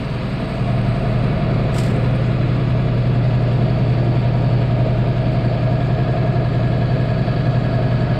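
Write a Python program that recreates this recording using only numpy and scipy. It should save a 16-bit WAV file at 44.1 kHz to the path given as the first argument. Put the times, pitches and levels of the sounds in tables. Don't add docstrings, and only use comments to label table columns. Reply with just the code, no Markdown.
import sys
import numpy as np
from scipy import signal
from scipy.fft import rfft, irfft
from scipy.io import wavfile

SR = 44100
rng = np.random.default_rng(int(sys.argv[2]) if len(sys.argv) > 2 else 0)


def makeup_ratio(level_db):
    decades = np.asarray(level_db, float) / 20
    return 10 ** decades


def materialize(psi):
    bounded = np.clip(np.atleast_2d(psi).T, -1, 1)
    quanta = np.round(bounded * 32767).astype(np.int16)
    wavfile.write(sys.argv[1], SR, quanta)


N = 361177
TIME = np.arange(N) / SR
BIN_HZ = np.maximum(np.arange(N // 2 + 1) * SR / N, 1)

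# time_s, lift_db
MIDDLE_LIFT = [(0, 0.5), (1.1, 2.4), (1.8, 4), (2.8, 1.5), (4.6, 1.2), (6.5, 1), (8.19, 2.4)]
# first_db, crest_s, crest_db, settled_db
RUMBLE_SWELL = (-33, 2, -27.5, -29)


def rms_one(x):
    return x / np.sqrt(np.mean(x ** 2) + 1e-20)


def in_time(rows):
    s, *columns = np.transpose(rows)
    return [np.interp(TIME, s, column) for column in columns]


def swell(first_db, crest_s, crest_db, settled_db):
    rise = first_db + (crest_db - first_db) * np.sin(np.pi / 2 * np.clip(TIME / crest_s, 0, 1))
    return rise + (settled_db - crest_db) * (1 - np.exp(-np.maximum(TIME - crest_s, 0) / 1))


def smooth_step(at_s, span_s):
    return .5 + .5 * np.tanh((TIME - at_s) / span_s)


def crossfade(count):
    place = TIME / TIME[-1] * (count - 1)
    return [np.sin(np.pi / 2 * np.clip(1 - np.abs(place - k), 0, 1)) for k in range(count)]


def drift(rate_hz):
    hop = 40
    r = np.exp(-2 * np.pi * rate_hz * hop / SR)
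    slow = signal.lfilter([1], [1, -2 * r, r * r], rng.standard_normal(N // hop + 2002))
    slow = rms_one(slow[2000:])
    return np.interp(np.arange(N) / hop, np.arange(len(slow)), slow)


def sine(turns, db):
    return np.sqrt(2) * makeup_ratio(db) * np.cos(2 * np.pi * turns)


def colour(x, spectrum):
    hz, db = np.transpose(spectrum)
    gain = makeup_ratio(np.interp(np.log(BIN_HZ), np.log(hz), db, left=-200))
    return irfft(rfft(x) * gain, N)


def band(x, low_hz, high_hz):
    return signal.sosfilt(signal.butter(2, [low_hz, high_hz], "band", fs=SR, output="sos"), x)


def crank_turns():
    # time_s, speed_turns_per_s
    crank_speed = [(0, 10.927), (3.5, 10.918), (8.19, 10.905)]
    return np.cumsum(in_time(crank_speed)[0]) / SR


def hum_level():
    # time_s, level_db
    hum_course = [(0, -26), (.55, -23.5), (.8, -18), (1.6, -19), (2.4, -17), (4.5, -16), (5.6, -18.5),
                  (8.19, -18.5)]
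    # time_s, depth_db
    hum_dips = [(.45, -12), (1.0, -7), (1.37, -13)]
    dip_span_s = .045
    dips = sum(depth_db * np.exp(-((TIME - s) / dip_span_s) ** 2) for s, depth_db in hum_dips)
    return in_time(hum_course)[0] + dips


def motor(crank):
    hum_hz, shaft_hz = 119.99, 57.81
    load_lead = .27
    # crank_multiple above the hum, first_db, crest_s, crest_db, settled_db
    side_tones = [(1, -56, 4, -24.5, -25.5), (2, -29, 2.6, -27, -30), (4, -36, 6.3, -38, -28.5)]
    # shaft_multiple, crank_multiple, rms_db
    shaft_tones = [(1, 2, -38), (1, 4, -41), (1, 6, -42), (1, 7, -36), (1, 9, -44), (1, 11, -44),
                   (2, 0, -39), (2, 1, -43), (2, 2, -43)]
    hum = hum_hz * TIME - .16
    out = sine(hum, hum_level() + .5 * drift(4))
    for order, *levels in side_tones:
        turns = hum + round(order) * (crank + load_lead) + .025 * drift(2.5)
        out += sine(turns, swell(*levels) + 1.2 * drift(2.5))
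    for shaft, order, db in shaft_tones:
        turns = round(shaft) * shaft_hz * TIME + round(order) * crank + rng.random()
        out += sine(turns, db + 1.5 * drift(1.5))
    return out


def throb(crank):
    # crank_multiple, first_db, crest_s, crest_db, settled_db
    strong_orders = [(4, -33, 1.1, -28.5, -29.5), (10, -39, 2, -30, -33.5), (14, -45, 1.6, -23, -26),
                     (18, -34, 1.2, -25, -31)]
    # crank_multiple, mean_rms_db
    weak_orders = [(2, -40), (3, -47), (5, -43.5), (6, -34.5), (7, -45), (8, -37), (9, -61), (16, -34.5),
                   (17, -42), (19, -38.5), (20, -39), (21, -39), (22, -42.5), (23, -46), (24, -40.5),
                   (25, -40), (26, -42.5), (27, -44), (28, -48.5), (29, -48), (30, -46), (31, -52),
                   (32, -48), (33, -53.5), (34, -51.5), (35, -53.5), (36, -67), (37, -59.5), (38, -54),
                   (39, -45), (40, -54), (41, -44), (42, -50), (43, -54.5), (44, -60), (45, -67), (46, -42),
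                   (47, -60), (48, -42), (49, -65), (50, -50.5), (51, -44), (52, -52)]
    rumble_db = swell(*RUMBLE_SWELL)
    weak_db = rumble_db - np.mean(rumble_db)
    out = np.zeros(N)
    for order, *levels in strong_orders:
        turns = round(order) * crank - .38 + .025 * drift(2.5)
        out += sine(turns, swell(*levels) + 1.2 * drift(2.5))
    for order, db in weak_orders:
        order = round(order)
        turns = order * crank + rng.random() + 0.0058 * order * drift(1.7)
        out += sine(turns, db + weak_db + 0.073 * order * drift(1.6))
    return out


def knocks(crank, blows, modes, jitter, soft_hz):
    blows, turns = np.array(blows), np.arange(int(crank[-1]) + 1)[:, None]
    uneven = jitter * rng.standard_normal((len(turns), len(blows)))
    when = np.interp(turns + blows[:, 0] + uneven, crank, TIME)
    at = (when * SR).astype(int).ravel()
    out = np.zeros(N)
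    for k, (hz, db, t60) in enumerate(modes):
        clicks = np.full(N, 1e-18)
        clicks[at] = makeup_ratio(blows[:, 1] + db + 1.0 * rng.standard_normal(when.shape)).ravel()
        r, w = makeup_ratio(-60 / (t60 * SR)), 2 * np.pi * hz / SR
        ring = signal.lfilter([0, np.sin(w)], [1, -2 * r * np.cos(w), r * r], clicks)
        out += (-1) ** k * ring
    return rms_one(signal.sosfilt(signal.butter(4, soft_hz, fs=SR, output="sos"), out))


def housing(crank):
    # share_of_turn, relative_db
    housing_knocks = [(.029, -1.2), (.1949, -.9), (.3204, -6.1), (.494, -2), (.7067, -6.8)]
    # frequency_hz, relative_db, t60_s
    housing_modes = [(589.3, -8, .1), (651, 4, .064), (669.3, -.6, .147), (695.9, -1.2, .166),
                     (950, -11, .12), (1222, -18, .2), (1266, -17, .16)]
    # time_s, rms_db
    housing_course = [(0, -43), (.7, -30.5), (1.6, -31), (2.4, -35), (3.9, -32.5), (4.3, -28.5),
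                      (5.1, -31.5), (6.2, -27.5), (6.7, -30.5), (8.19, -29.5)]
    ringing = knocks(crank, housing_knocks, housing_modes, jitter=.0004, soft_hz=1300)
    return makeup_ratio(in_time(housing_course)[0]) * ringing


def valve_plate(crank):
    # share_of_turn, relative_db
    plate_knocks = [(.0696, -6.1), (.2304, -9.3), (.3821, 2.1), (.5584, -5), (.8552, -1.7)]
    # frequency_hz, relative_db, t60_s
    plate_modes = [(1656, 1, .18), (1691.5, 13, .017), (1716, 0, .14), (2240, -11, .07), (3376, -9, .1),
                   (4470, -14, .04), (4560, -13, .04)]
    quiet_db, loud_db = -46, -38.5
    plate_db = quiet_db + (loud_db - quiet_db) * smooth_step(5.5, .45)
    return makeup_ratio(plate_db) * knocks(crank, plate_knocks, plate_modes, jitter=.0001, soft_hz=5000)


def clatter(crank):
    # frequency_hz, relative_db
    clatter_colour = [(690, -60), (745, 3), (860, -4), (950, 0), (1060, -4), (1200, 0), (1450, -3),
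                      (1600, -9), (1800, -10), (2600, -6), (3200, -30), (4000, -90)]
    count, size = 6, 4096
    patterns = rng.standard_normal((count, size))
    where = (crank % 1 * size).astype(int)
    rattle = sum(share * pattern[where] for share, pattern in zip(crossfade(count), patterns))
    return makeup_ratio(-40 + in_time(MIDDLE_LIFT)[0]) * rms_one(colour(rattle, clatter_colour))


def pipes():
    # frequency_hz, width_hz, lift_db
    resonances = [(345, 3.9, 6.5), (455, 15, 0), (637.4, 32, 8), (954, 40, 5.5), (1470, 110, 2),
                  (2174, 67, 3.5), (2700, 150, 1.5), (4000, 160, 3)]
    return makeup_ratio(sum(db / (1 + (2 * (BIN_HZ - hz) / width_hz) ** 2) for hz, width_hz, db in resonances))


def patchy_noise(spectrum, unit_hz, patchy_db):
    noise = pipes() * rfft(colour(rng.standard_normal(N), spectrum))
    out, together = 0, drift(1.1)
    for centre in 2. 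** np.arange(5, 15):
        share = np.cos(np.pi / 2 * np.clip(np.log2(BIN_HZ / centre), -1, 1)) ** 2
        out = out + irfft(noise * share, N) * makeup_ratio(patchy_db * (0.3 * together + drift(19.0)))
    return out / np.std(band(out, *unit_hz))


def rumble():
    # frequency_hz, relative_db_per_hz
    rumble_colour = [(10, -45), (36, -36), (55, -14), (72, -13), (100, -8), (135, -3.5), (185, -5),
                     (215, -7), (300, -9), (420, -11), (500, -16), (600, -14), (705, -13), (740, -25),
                     (2000, -90)]
    return makeup_ratio(swell(*RUMBLE_SWELL)) * patchy_noise(rumble_colour, (230, 480), patchy_db=1.8)


def rush(crank):
    # frequency_hz, relative_db_per_hz
    rush_colour = [(450, -13), (760, -4), (870, -8.5), (1180, -5.5), (1600, -11), (2590, -10.5),
                   (3780, -14.5), (4700, -18), (5250, -25.5), (5790, -35), (6710, -31.5), (8600, -34.5),
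                   (10100, -47), (11500, -47), (12800, -43.5), (15600, -52)]
    treble_edges = (5600, 6200, 6800, 7400, 8100, 8800, 9600, 10500, 11600, 12800, 14100, 15500)
    stroke = np.maximum(np.cos(2 * np.pi * (crank - .52)), 0) ** 2
    rush_db = swell(-39.5, 1.3, -39.5, -40) + 1.4 * stroke
    air = makeup_ratio(rush_db) * patchy_noise(rush_colour, (1900, 5000), patchy_db=0.67)
    whole, together = rfft(air), .6 * drift(25)
    for low_hz, high_hz in zip(treble_edges, treble_edges[1:]):
        patch = irfft(whole * (BIN_HZ >= low_hz) * (BIN_HZ < high_hz), N)
        air += (makeup_ratio(-2 + together + 2.1 * drift(22)) - 1) * patch
    middle_filter = signal.butter(2, [1000, 2200], "band", fs=SR, output="sos")
    middle = signal.sosfiltfilt(middle_filter, air)
    return air + (makeup_ratio(in_time(MIDDLE_LIFT)[0]) - 1) * middle


def garage(x):
    t60_s, wet_db, places = .25, -8, 6
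    tail = np.arange(int(.3 * SR)) / SR
    out = x.copy()
    for near in crossfade(places):
        echoes = rng.standard_normal(len(tail)) * makeup_ratio(-60 * tail / t60_s)
        out += makeup_ratio(wet_db) * near * signal.fftconvolve(x, echoes / np.linalg.norm(echoes))[:N]
    return out / np.sqrt(1 + makeup_ratio(2 * wet_db))


def whistle(crank):
    # time_s, level_db between puffs
    whistle_course = [(0, -54), (1.6, -56), (2.5, -65.5), (3.2, -55), (4.5, -50.5), (5, -63), (5.3, -51),
                      (5.9, -58), (6.5, -55), (7.1, -50), (7.8, -51.5), (8.19, -51)]
    centre_hz, width_hz = 4510, 270
    puff_shares, puff_span, puff_db = (.07, .4, .57, .9), .04, 5
    air = band(rng.standard_normal(N), centre_hz - width_hz / 2, centre_hz + width_hz / 2)
    puffs = sum(np.exp(-((crank % 1 - share) / puff_span) ** 2) for share in puff_shares)
    return makeup_ratio(in_time(whistle_course)[0] + 1.2 * drift(6) + puff_db * puffs) * rms_one(air)


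def narrow_hiss():
    # start_s, narrowing_s, end_s, level_db before narrowing
    hisses = [(-.1, 1.06, 1.4, -61.5), (1.9, 2.08, 2.36, -61.5)]
    edge_s, drop_db = .06, -4
    out = np.zeros(N)
    for start_s, narrow_s, end_s, db in hisses:
        thin = smooth_step(narrow_s, edge_s)
        centre_hz = 8300 + (8600 - 8300) * thin
        width_hz = 640 + (288 - 640) * thin
        steps = np.cumsum(width_hz) / SR
        gain = makeup_ratio(db + drop_db * thin) * smooth_step(start_s, edge_s) * (1 - smooth_step(end_s, edge_s))
        # frequency ratio, relative dB
        for ratio, below_db in ((1, 0), (1.3, -16), (1.375, -14)):
            rough = np.interp(steps, np.arange(8000), rng.standard_normal(8000))
            carrier = np.cos(2 * np.pi * ratio * np.cumsum(centre_hz) / SR)
            out += makeup_ratio(below_db + 1.8 * drift(25)) * gain * rms_one(rough * carrier)
    return out


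def scrape():
    # start_s, catch_db, drag_db, ring_db, ring_hz
    catches = [(1.731, -60, -53, -46, 8100), (1.7425, -40, -47, -34, 7800), (1.753, -52, -47, -39, 7900),
               (1.765, -48, -47, -42, 9300), (1.7835, -30, -42, -32, 7300), (1.795, -45, -49, -37, 8500),
               (1.801, -47, -50, -37, 7600), (1.835, -41, -46, -43, 11600), (1.852, -52, -49, -44, 7300),
               (1.904, -54, -54, -47, 8300), (1.9617, -60, -60.5, -44, 8300)]
    # frequency_hz, relative_db
    scrape_colour = [(1200, -30), (2200, -1), (3500, -1), (5200, -3), (6300, -14), (7600, -3), (8800, -7),
                     (10000, -20), (11800, -15), (13500, -23), (15600, -32)]
    catch_s, drag_s, drag_lead_s, ring_t60_s = 0.0073, 0.039, 0.0045, .025
    crackle_db = 1.8 * np.minimum(rng.exponential(1, N), 4) + 1.3 * drift(60)
    grit = rng.standard_normal(N) * makeup_ratio(crackle_db)
    envelope, rings = np.zeros(N), np.zeros(N)
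    for s, catch_db, drag_db, ring_db, hz in catches:
        since = TIME - s
        after, apart = since > 0, np.abs(since)
        envelope += makeup_ratio(catch_db) * after * np.exp(-apart / catch_s)
        envelope += makeup_ratio(drag_db) * np.exp(-apart / np.where(after, drag_s, drag_lead_s))
        rings += after * makeup_ratio(ring_db - 60 * apart / ring_t60_s) * np.sin(2 * np.pi * hz * since)
    return envelope * rms_one(colour(grit, scrape_colour)) + rings


def scene():
    crank = crank_turns()
    pump = throb(crank) + housing(crank) + valve_plate(crank) + clatter(crank)
    air = garage(rumble() + rush(crank)) + whistle(crank)
    mix = motor(crank) + pump + air + narrow_hiss() + scrape()
    return mix[None]


def roll_off(x):
    return signal.sosfilt(signal.butter(12, 15710, fs=SR, output="sos"), x)


def record(dry):
    mix = 0.7 * np.tanh(0.96 * dry / 0.79)
    return roll_off(mix)


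dry = scene()
out = record(dry)
materialize(out)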